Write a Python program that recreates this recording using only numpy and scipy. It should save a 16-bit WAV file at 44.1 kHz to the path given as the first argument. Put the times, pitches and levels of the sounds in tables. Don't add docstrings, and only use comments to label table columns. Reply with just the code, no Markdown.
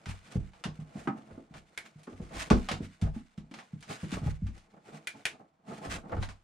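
import sys
import numpy as np
from scipy import signal
from scipy.fft import rfft, irfft, next_fast_len
from scipy.io import wavfile
from scipy.ndimage import uniform_filter1d, map_coordinates

SR = 44100
rng = np.random.default_rng(int(sys.argv[2]) if len(sys.argv) > 2 else 0)


def to_wav(s):
    ch = np.atleast_2d(s).T
    pcm = np.round(np.clip(ch, -1, 1) * 32767)
    wavfile.write(sys.argv[1], SR, pcm.astype(np.int16))


N = 283695

# (time [s], knock level [dB], contact pitch [Hz], boom level [dB], pad slap level [dB])
THUDS = [(0.066, -31.5, 140, -33, -49), (0.355, -18.5, 130, -27, -35), (0.654, -25.5, 157, -44.5, -40),
         (0.789, -31, 142.5, -49, -67.5), (0.953, -31, 167, -52, -45), (1.306, -49.5, 153, -49.5, -47),
         (1.377, -34, 260, -67, -45.5), (1.508, -40, 143, -56, -66), (1.55, -47.5, 184, -54.5, -45),
         (1.956, -41.5, 133, -62, -63), (2.074, -35.5, 220, -69, -39), (2.121, -39.5, 254, -48, -47),
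         (2.199, -29, 172, -41, -42.5), (2.346, -51, 148, -40.5, -45), (2.508, -7, 199, -18.5, -14.5),
         (2.712, -26, 161, -37, -36.5), (2.803, -26, 182, -39.5, -40), (3.023, -16.5, 127, -24.5, -38.5),
         (3.162, -28.5, 207, -51, -67), (3.378, -29, 157.5, -52.5, -49), (3.512, -36.5, 215, -74, -51),
         (3.733, -29, 159, -53, -65), (4.031, -25, 149, -56, -42), (4.124, -24, 207, -37.5, -50),
         (4.216, -29, 141, -34.5, -49.5), (4.262, -19, 129, -25.5, -54), (4.42, -25.5, 153.6, -27.5, -68),
         (4.487, -40, 200, -53, -63), (4.886, -51.5, 203.4, -76, -44.5), (5.711, -40, 180, -69, -42),
         (5.869, -35.5, 195, -39, -41), (5.944, -40.5, 179, -44.5, -40.5), (6.036, -43, 222, -68, -51),
         (6.123, -40, 168, -34, -38.5), (6.168, -29.5, 132.5, -26.5, -34), (6.28, -43, 188, -48, -70)]
# (frequency [Hz], level [dB], t60 [s])
JOIST_MODES = [(28.4, -6, 0.38), (55.6, 5, 0.24), (95.3, 7.5, 0.21)]
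# (centre [Hz], width [Hz], level [dB])
BOARD_MODES = [(155.2, 7.6, 7.5), (189.3, 5.7, 3), (220.3, 14, 11), (247.3, 9.1, 9.5), (275.9, 12, 10),
               (323.6, 34, 7.5), (364.7, 9.5, 1), (422.5, 54, 4.5), (492.7, 28, -1), (652, 31, 1.5),
               (734.5, 7.7, -2.5), (854, 60, 9), (1061, 37, 8.5), (1192, 89, -2)]
# (frequency [Hz], level [dB])
SLAP_SPECTRUM = [(120, -21), (220, -8), (340, -2.5), (440, -4.5), (560, -4.5), (760, -9), (950, -20.5),
                 (1400, -8.5), (3000, -35), (9000, -92)]
# (time [s], level [dB], centre [Hz])
CLAWS = [(0.0584, -34, 2220), (0.091, -38, 2010), (0.5347, -48, 1130), (0.6395, -25.5, 2090),
         (0.6452, -35, 1050), (1.5402, -41, 1160), (2.0334, -46, 9050), (2.0707, -48.5, 1030),
         (2.5024, -17, 1740), (2.6877, -20.5, 1510), (2.715, -23, 2590), (3.015, -37.5, 5100),
         (3.022, -38.5, 1480), (3.3778, -45, 2460), (3.513, -45, 2020), (3.54, -35.5, 1910),
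         (3.588, -37, 1280), (3.8075, -48, 8900), (3.8268, -38, 3100), (4.118, -31.5, 3350),
         (4.139, -36, 1090), (4.4684, -43, 2300), (4.579, -47, 3900), (6.097, -47.5, 980),
         (6.119, -42.5, 1060), (6.1674, -43.5, 1200), (6.2268, -29, 1520), (6.289, -37.5, 1670)]
# (frequency [Hz], level [dB])
TICK_SPECTRUM = [(60, -24.5), (200, -21), (700, 7), (1300, 4), (3000, 1), (5000, -3), (9000, -7.5),
                 (11000, -12), (13000, -25.5), (16000, -45)]
# (time at full speed [s], hiss level [dB], brush level [dB], length [s])
SCUFFS = [(0.097, -50.5, -48.5, 0.038), (0.25, -60, -59, .025), (0.338, -53, -51, 0.056),
          (0.564, -64.5, -83, 0.026), (0.801, -61.5, -49, 0.013), (0.892, -81, -56, 0.037),
          (0.981, -56, -52.5, 0.074), (1.175, -63, -54, 0.033), (1.32, -69, -63.5, 0.12),
          (1.56, -58, -54, 0.032), (1.666, -73, -85, 0.021), (1.857, -56.5, -56.5, 0.024),
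          (1.994, -63, -56, .016), (2.222, -63.5, -69, 0.24), (2.339, -53.5, -43, 0.035),
          (2.4, -40, -42.5, 0.069), (2.83, -55.5, -85, .04), (3.044, -59, -43.5, 0.04),
          (3.167, -61, -55, 0.047), (3.588, -62.5, -58.5, 0.075), (3.913, -45, -42.5, 0.042),
          (4.0, -54, -66, 0.083), (4.134, -40, -34, 0.017), (4.261, -53, -48, 0.083),
          (4.546, -67.5, -77, 0.17), (4.74, -72.5, -56, 0.0097), (4.874, -61, -55, 0.043),
          (4.949, -57.5, -50, 0.046), (5.172, -63.5, -55, 0.035), (5.345, -81, -50.5, 0.031),
          (5.404, -74, -54.5, 0.025), (5.705, -55.5, -44.5, 0.054), (5.78, -59.5, -48.5, 0.096),
          (5.852, -45, -40, 0.037), (5.918, -34.5, -38, 0.023), (6.232, -48, -46, 0.03),
          (6.293, -48, -48.5, 0.0083)]
# (time [s], brush level [dB], hiss level [dB])
STIR = [(0.0, -62.5, -65), (1.0, -58.5, -70), (1.32, -58.5, -72.5), (1.79, -62.5, -67),
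        (2.33, -55.5, -75.5), (2.58, -53, -54), (3.17, -72.5, -73), (3.47, -67.5, -76.5),
        (4.15, -51.5, -56.5), (4.28, -60, -75), (4.62, -59.5, -78), (5.21, -61.5, -66), (5.41, -64.5, -80),
        (5.69, -73, -88.5), (5.86, -51.5, -78), (6.16, -45, -65), (6.3, -74.5, -69), (6.43, -78.5, -79)]
# (frequency [Hz], level [dB])
BRUSH_SPECTRUM = [(70, -17), (130, 1.5), (200, -2), (340, -11), (550, -8), (720, -3), (950, -20),
                  (1300, -15.5), (2200, -25.5), (5000, -65.5)]
# (frequency [Hz], level [dB])
HISS_SPECTRUM = [(400, -45), (900, -7), (1300, -2), (2200, -0.5), (3200, -6), (5000, -10), (9000, -14),
                 (11000, -25.5), (13500, -31.5), (15500, -41)]
# (time [s], level [dB])
PATS = [(1.076, -15)]
# (frequency [Hz], level [dB], t60 [s])
HAND_MODES = [(185, -7.5, 0.28), (220.5, -3, 0.39), (244.2, 1, 0.24), (270.7, -6, 0.33),
              (323.5, -2.5, 0.16), (632, -8, 0.11), (790, -2, 0.097), (1245, 1, 0.055),
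              (1284, -12.5, 0.053), (1270, -7, 0.12)]
# (frequency [Hz], level [dB])
SMACK_SPECTRUM = [(40, -32.0), (130, 8.5), (300, 13.0), (480, -7.0), (800, -1.0), (1300, 1.5),
                  (2300, -11.0), (4000, -29.5), (9000, -39.0), (15000, -73)]
# (time [s], level [dB], palm cavity [Hz], cavity t60 [s], crack level [dB])
SNAPS = [(1.776, -23, 2240, 0.01, -3.5), (5.072, -21, 2407, 0.03, 3), (5.254, -13.5, 2520, 0.0039, -3.5)]
# (frequency [Hz], level [dB])
CRACK_SPECTRUM = [(120, -25), (350, 1.5), (1000, -12), (1500, 12.5), (3200, 9), (5500, -1.5), (10000, -1),
                  (12500, -10.5), (16000, -69)]
# (frequency [Hz], t60 [s])
ROOM_T60 = [(150, 0.23), (700, 0.24), (2000, 0.16), (6000, 0.19), (12000, 0.13)]
# (frequency [Hz], side against mid [dB])
WIDTH = [(30, -9.5), (60, -1.5), (130, -16), (260, -16), (500, -8.5), (750, -1), (1100, 3), (2000, -4.5),
         (4500, -5), (8000, 0), (12000, -3.5)]
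# (frequency [Hz], left minus right [dB])
LEAN = [(60, -0.5), (110, 0.0), (200, -1.5), (380, 0.5), (700, -3), (1290, -0.5), (2380, -0.5), (4400, 0),
        (8120, -1.5), (15000, 2)]
# (frequency [Hz], level [dB])
STILL_SPECTRUM = [(25, -12.5), (90, 0), (170, -16), (400, -30), (750, -4.5), (1500, -13.5), (5000, -27),
                  (10000, -37.5), (15000, -65.5)]

T = np.arange(int(SR * .6)) / SR
SETTLE_S, SETTLE_DB = .03, -5.5
SPOT_DB = 1.8
RISE_SHARE, FALL_SHARE = 0.52, 0.44
LINGER_T60_S = 0.18
CATCH_PER_S, CATCH_SIZE, CATCH_T60_S = 22, 0.99, 0.17
TOP_HZ = 15600


def thuds(rise_cycles=0.75, knock_db=-1, boom_db=3, slap_db=3, pad_hz=2600, firmness=0.99):
    out = np.zeros((2, N))
    pad = filtered(impulse(lambda hz: along(SLAP_SPECTRUM, hz)), boards)
    flex = ring(JOIST_MODES, attack_s=0.024)
    for s, db, hz, deep_db, pad_db in THUDS:
        u = T * hz / rise_cycles
        push = np.sin(2 * np.pi * hz * T) * (u * np.exp(-u)) ** 2
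        knock = crest(room(filtered(push, boards), wet_db=-2.0, early_db=-6, early_t60_s=0.084))
        boom = crest(room(flex, wet_db=-7, early_db=-16, early_t60_s=.1))
        edge_hz = pad_hz * amp(firmness * (pad_db - db))
        dulled = filtered(pad, lambda f: 1 / (1 + 1j * f / edge_hz - (f / edge_hz) ** 2))
        slap = crest(room(dulled, wet_db=4, early_db=7.5, early_t60_s=0.14))
        add(out, s, amp(db + knock_db) * knock)
        add(out, s + SETTLE_S, amp(deep_db + SETTLE_DB) * knock)
        add(out, s, amp(deep_db + boom_db) * boom)
        add(out, s, amp(pad_db + slap_db) * slap)
    return out


def boards(hz):
    modes = sum(amp(db) * 1j * hz * w / (c * c - hz * hz + 1j * hz * w) for c, w, db in BOARD_MODES)
    return 1 + modes


def claws(level_db=1, focus_db=3):
    out = np.zeros((2, N))
    for s, db, centre_hz in CLAWS:
        def spectrum_db(hz):
            focus = focus_db * np.log2((hz + 1) / centre_hz) ** 2 / 2
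            return along(TICK_SPECTRUM, hz) + spot_colour(hz, SPOT_DB) - focus

        tick = room(impulse(spectrum_db), wet_db=6.5, early_db=-2, early_t60_s=0.13)
        add(out, s, amp(db + level_db) * crest(tick))
    return out


def scuffs(brush_db=3, hiss_db=2, lead_s=.15):
    out = np.zeros((2, N))
    t = T - lead_s
    keep = fade(1 / SR, LINGER_T60_S) ** 2
    for s, db, low_db, length_s in SCUFFS:
        width_s = length_s * np.where(t < 0, RISE_SHARE, FALL_SHARE)
        power = np.exp(-(t / width_s) ** 2)
        swell = np.sqrt(signal.lfilter([1 - keep], [1, -keep], power))
        hiss = amp(db + hiss_db) * friction(HISS_SPECTRUM, grain_db=1.5, colour_db=1.5, size=len(T))
        low = amp(low_db + brush_db) * brush(size=len(T)) * catches(size=len(T))
        add(out, s - lead_s, swell * (hiss + low))
    return out


def rubbing(brush_db=-3, hiss_db=0):
    s, low_db, high_db = np.transpose(STIR)

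    def level(db):
        return amp(np.interp(np.arange(N) / SR, s, db))

    hiss = friction(HISS_SPECTRUM, grain_db=2.0, colour_db=1.5, size=N)
    low = brush(size=N) * catches(size=N)
    return level(low_db + brush_db) * low + level(high_db + hiss_db) * hiss


def brush(size):
    return unit(filtered(friction(BRUSH_SPECTRUM, grain_db=0.5, colour_db=3.0, size=size), boards))


def friction(spectrum, grain_db, colour_db, size):
    grain = unit(uniform_filter1d(rng.standard_normal(size), size=130))
    slips = rng.standard_normal((2, size)) * amp(grain_db * grain)
    slips = slips * stick_slip(depth_db=3.43, size=size)
    return unit(filtered(spread(slips),
                         lambda hz: amp(along(spectrum, hz) + spot_colour(hz, colour_db, size=24))))


def stick_slip(depth_db, size, rate_hz=45):
    knots = rng.standard_normal(int(size * rate_hz / SR) + 4)
    return amp(depth_db * map_coordinates(knots, [np.arange(size) * rate_hz / SR], order=1))


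def catches(size):
    chance, jump = rng.random(size), rng.exponential(CATCH_SIZE, size)
    jumps = jump * (chance < CATCH_PER_S / SR)
    return unit(1 + signal.lfilter([1], [1, -fade(1 / SR, CATCH_T60_S)], jumps))


def spot_colour(hz, depth_db, size=14):
    octave = np.log2(1 + hz / 700)
    return depth_db * map_coordinates(rng.standard_normal(6 * size), [octave * size], order=1)


def pat(hollow_db=-6, smack_db=-5, smack_lead_s=.002):
    out = np.zeros((2, N))
    click = impulse(lambda hz: along(SMACK_SPECTRUM, hz))
    cavity = ring(HAND_MODES, attack_s=0.0025)
    for s, db in PATS:
        smack = crest(room(click, wet_db=5.5, early_db=4.0, early_t60_s=0.079))
        hollow = crest(room(cavity, wet_db=-11.0, early_db=-11.5, early_t60_s=0.067))
        add(out, s - smack_lead_s, amp(db + smack_db) * smack)
        add(out, s, amp(db + hollow_db) * hollow)
    return out


def snaps(level_db=0, table_db=-7, table_delay_s=0.012):
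    out = np.zeros((2, N))
    crack = crest(impulse(lambda hz: along(CRACK_SPECTRUM, hz)))
    for s, db, hz, t60_s, crack_db in SNAPS:
        cavity = np.sin(2 * np.pi * hz * T) * fade(T, t60_s) / 2
        snap = amp(db + level_db) * crest(cavity + amp(crack_db) * crack)
        add(out, s, room(snap, wet_db=4, early_db=3.5, early_t60_s=0.024))
        add(out, s + table_delay_s, amp(table_db) * snap)
    return out


def room(x, wet_db, early_db, early_t60_s):
    hz, t, z = signal.stft(rng.standard_normal((2, len(T))), SR, nperseg=256)
    decay = fade(t, along(ROOM_T60, hz)[:, None])
    tail = signal.istft(z * decay, SR, nperseg=256)[1][:, :len(T)]
    early = rng.standard_normal((2, len(T))) * fade(T, early_t60_s)
    echoes = sum(amp(db) * unit(spread(part) * (T > .001)) for db, part in [(wet_db, tail), (early_db, early)])
    return x + signal.fftconvolve(x[None], echoes / np.sqrt(len(T)), axes=1)[:, :len(T)]


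def still_air(level_db=-79.0):
    noise = spread(rng.standard_normal((2, N)))
    return amp(level_db) * unit(filtered(noise, lambda hz: amp(along(STILL_SPECTRUM, hz))))


def amp(db):
    return 10 ** (np.asarray(db) / 20)


def unit(x):
    return x / np.sqrt(np.mean(x ** 2) + 1e-20)


def crest(x):
    return x / (np.abs(x).max() + 1e-20)


def fade(t, t60_s):
    return np.exp(-np.log(1000) * t / t60_s)


def along(points, hz):
    f, v = np.transpose(points)
    return np.interp(np.log(hz + 1), np.log(f + 1), v)


def filtered(x, response):
    n = x.shape[-1]
    m = next_fast_len(n + SR // 2)
    return irfft(rfft(x, m) * response(np.fft.rfftfreq(m, 1 / SR)), m)[..., :n]


def impulse(level_db, size=2048):
    cepstrum = irfft(np.log(amp(level_db(np.fft.rfftfreq(size, 1 / SR))) + 1e-6))
    cepstrum[1:size // 2] *= 2
    cepstrum[size // 2 + 1:] = 0
    return np.pad(irfft(np.exp(rfft(cepstrum))), (0, len(T) - size))


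def ring(modes, attack_s):
    tones = sum(amp(db) * np.sin(2 * np.pi * hz * T) * fade(T, t60_s) for hz, db, t60_s in modes)
    return crest(tones * (1 - np.exp(-T / attack_s)))


def spread(pair):
    side = filtered(pair[1], lambda hz: amp(along(WIDTH, hz)))
    return np.array([pair[0] + side, pair[0] - side])


def add(track, s, sound):
    start = round(s * SR)
    sound = sound[..., max(-start, 0):]
    part = track[:, max(start, 0):][:, :sound.shape[-1]]
    part += sound[..., :part.shape[1]]


def scene():
    sound = thuds() + claws() + scuffs() + rubbing() + pat() + snaps() + still_air()
    return filtered(sound, lambda hz: amp(np.outer([1, -1], along(LEAN, hz)) / 2))


def record(dry):
    return filtered(dry, lambda hz: hz < TOP_HZ)


dry = scene()
out = record(dry)
to_wav(out)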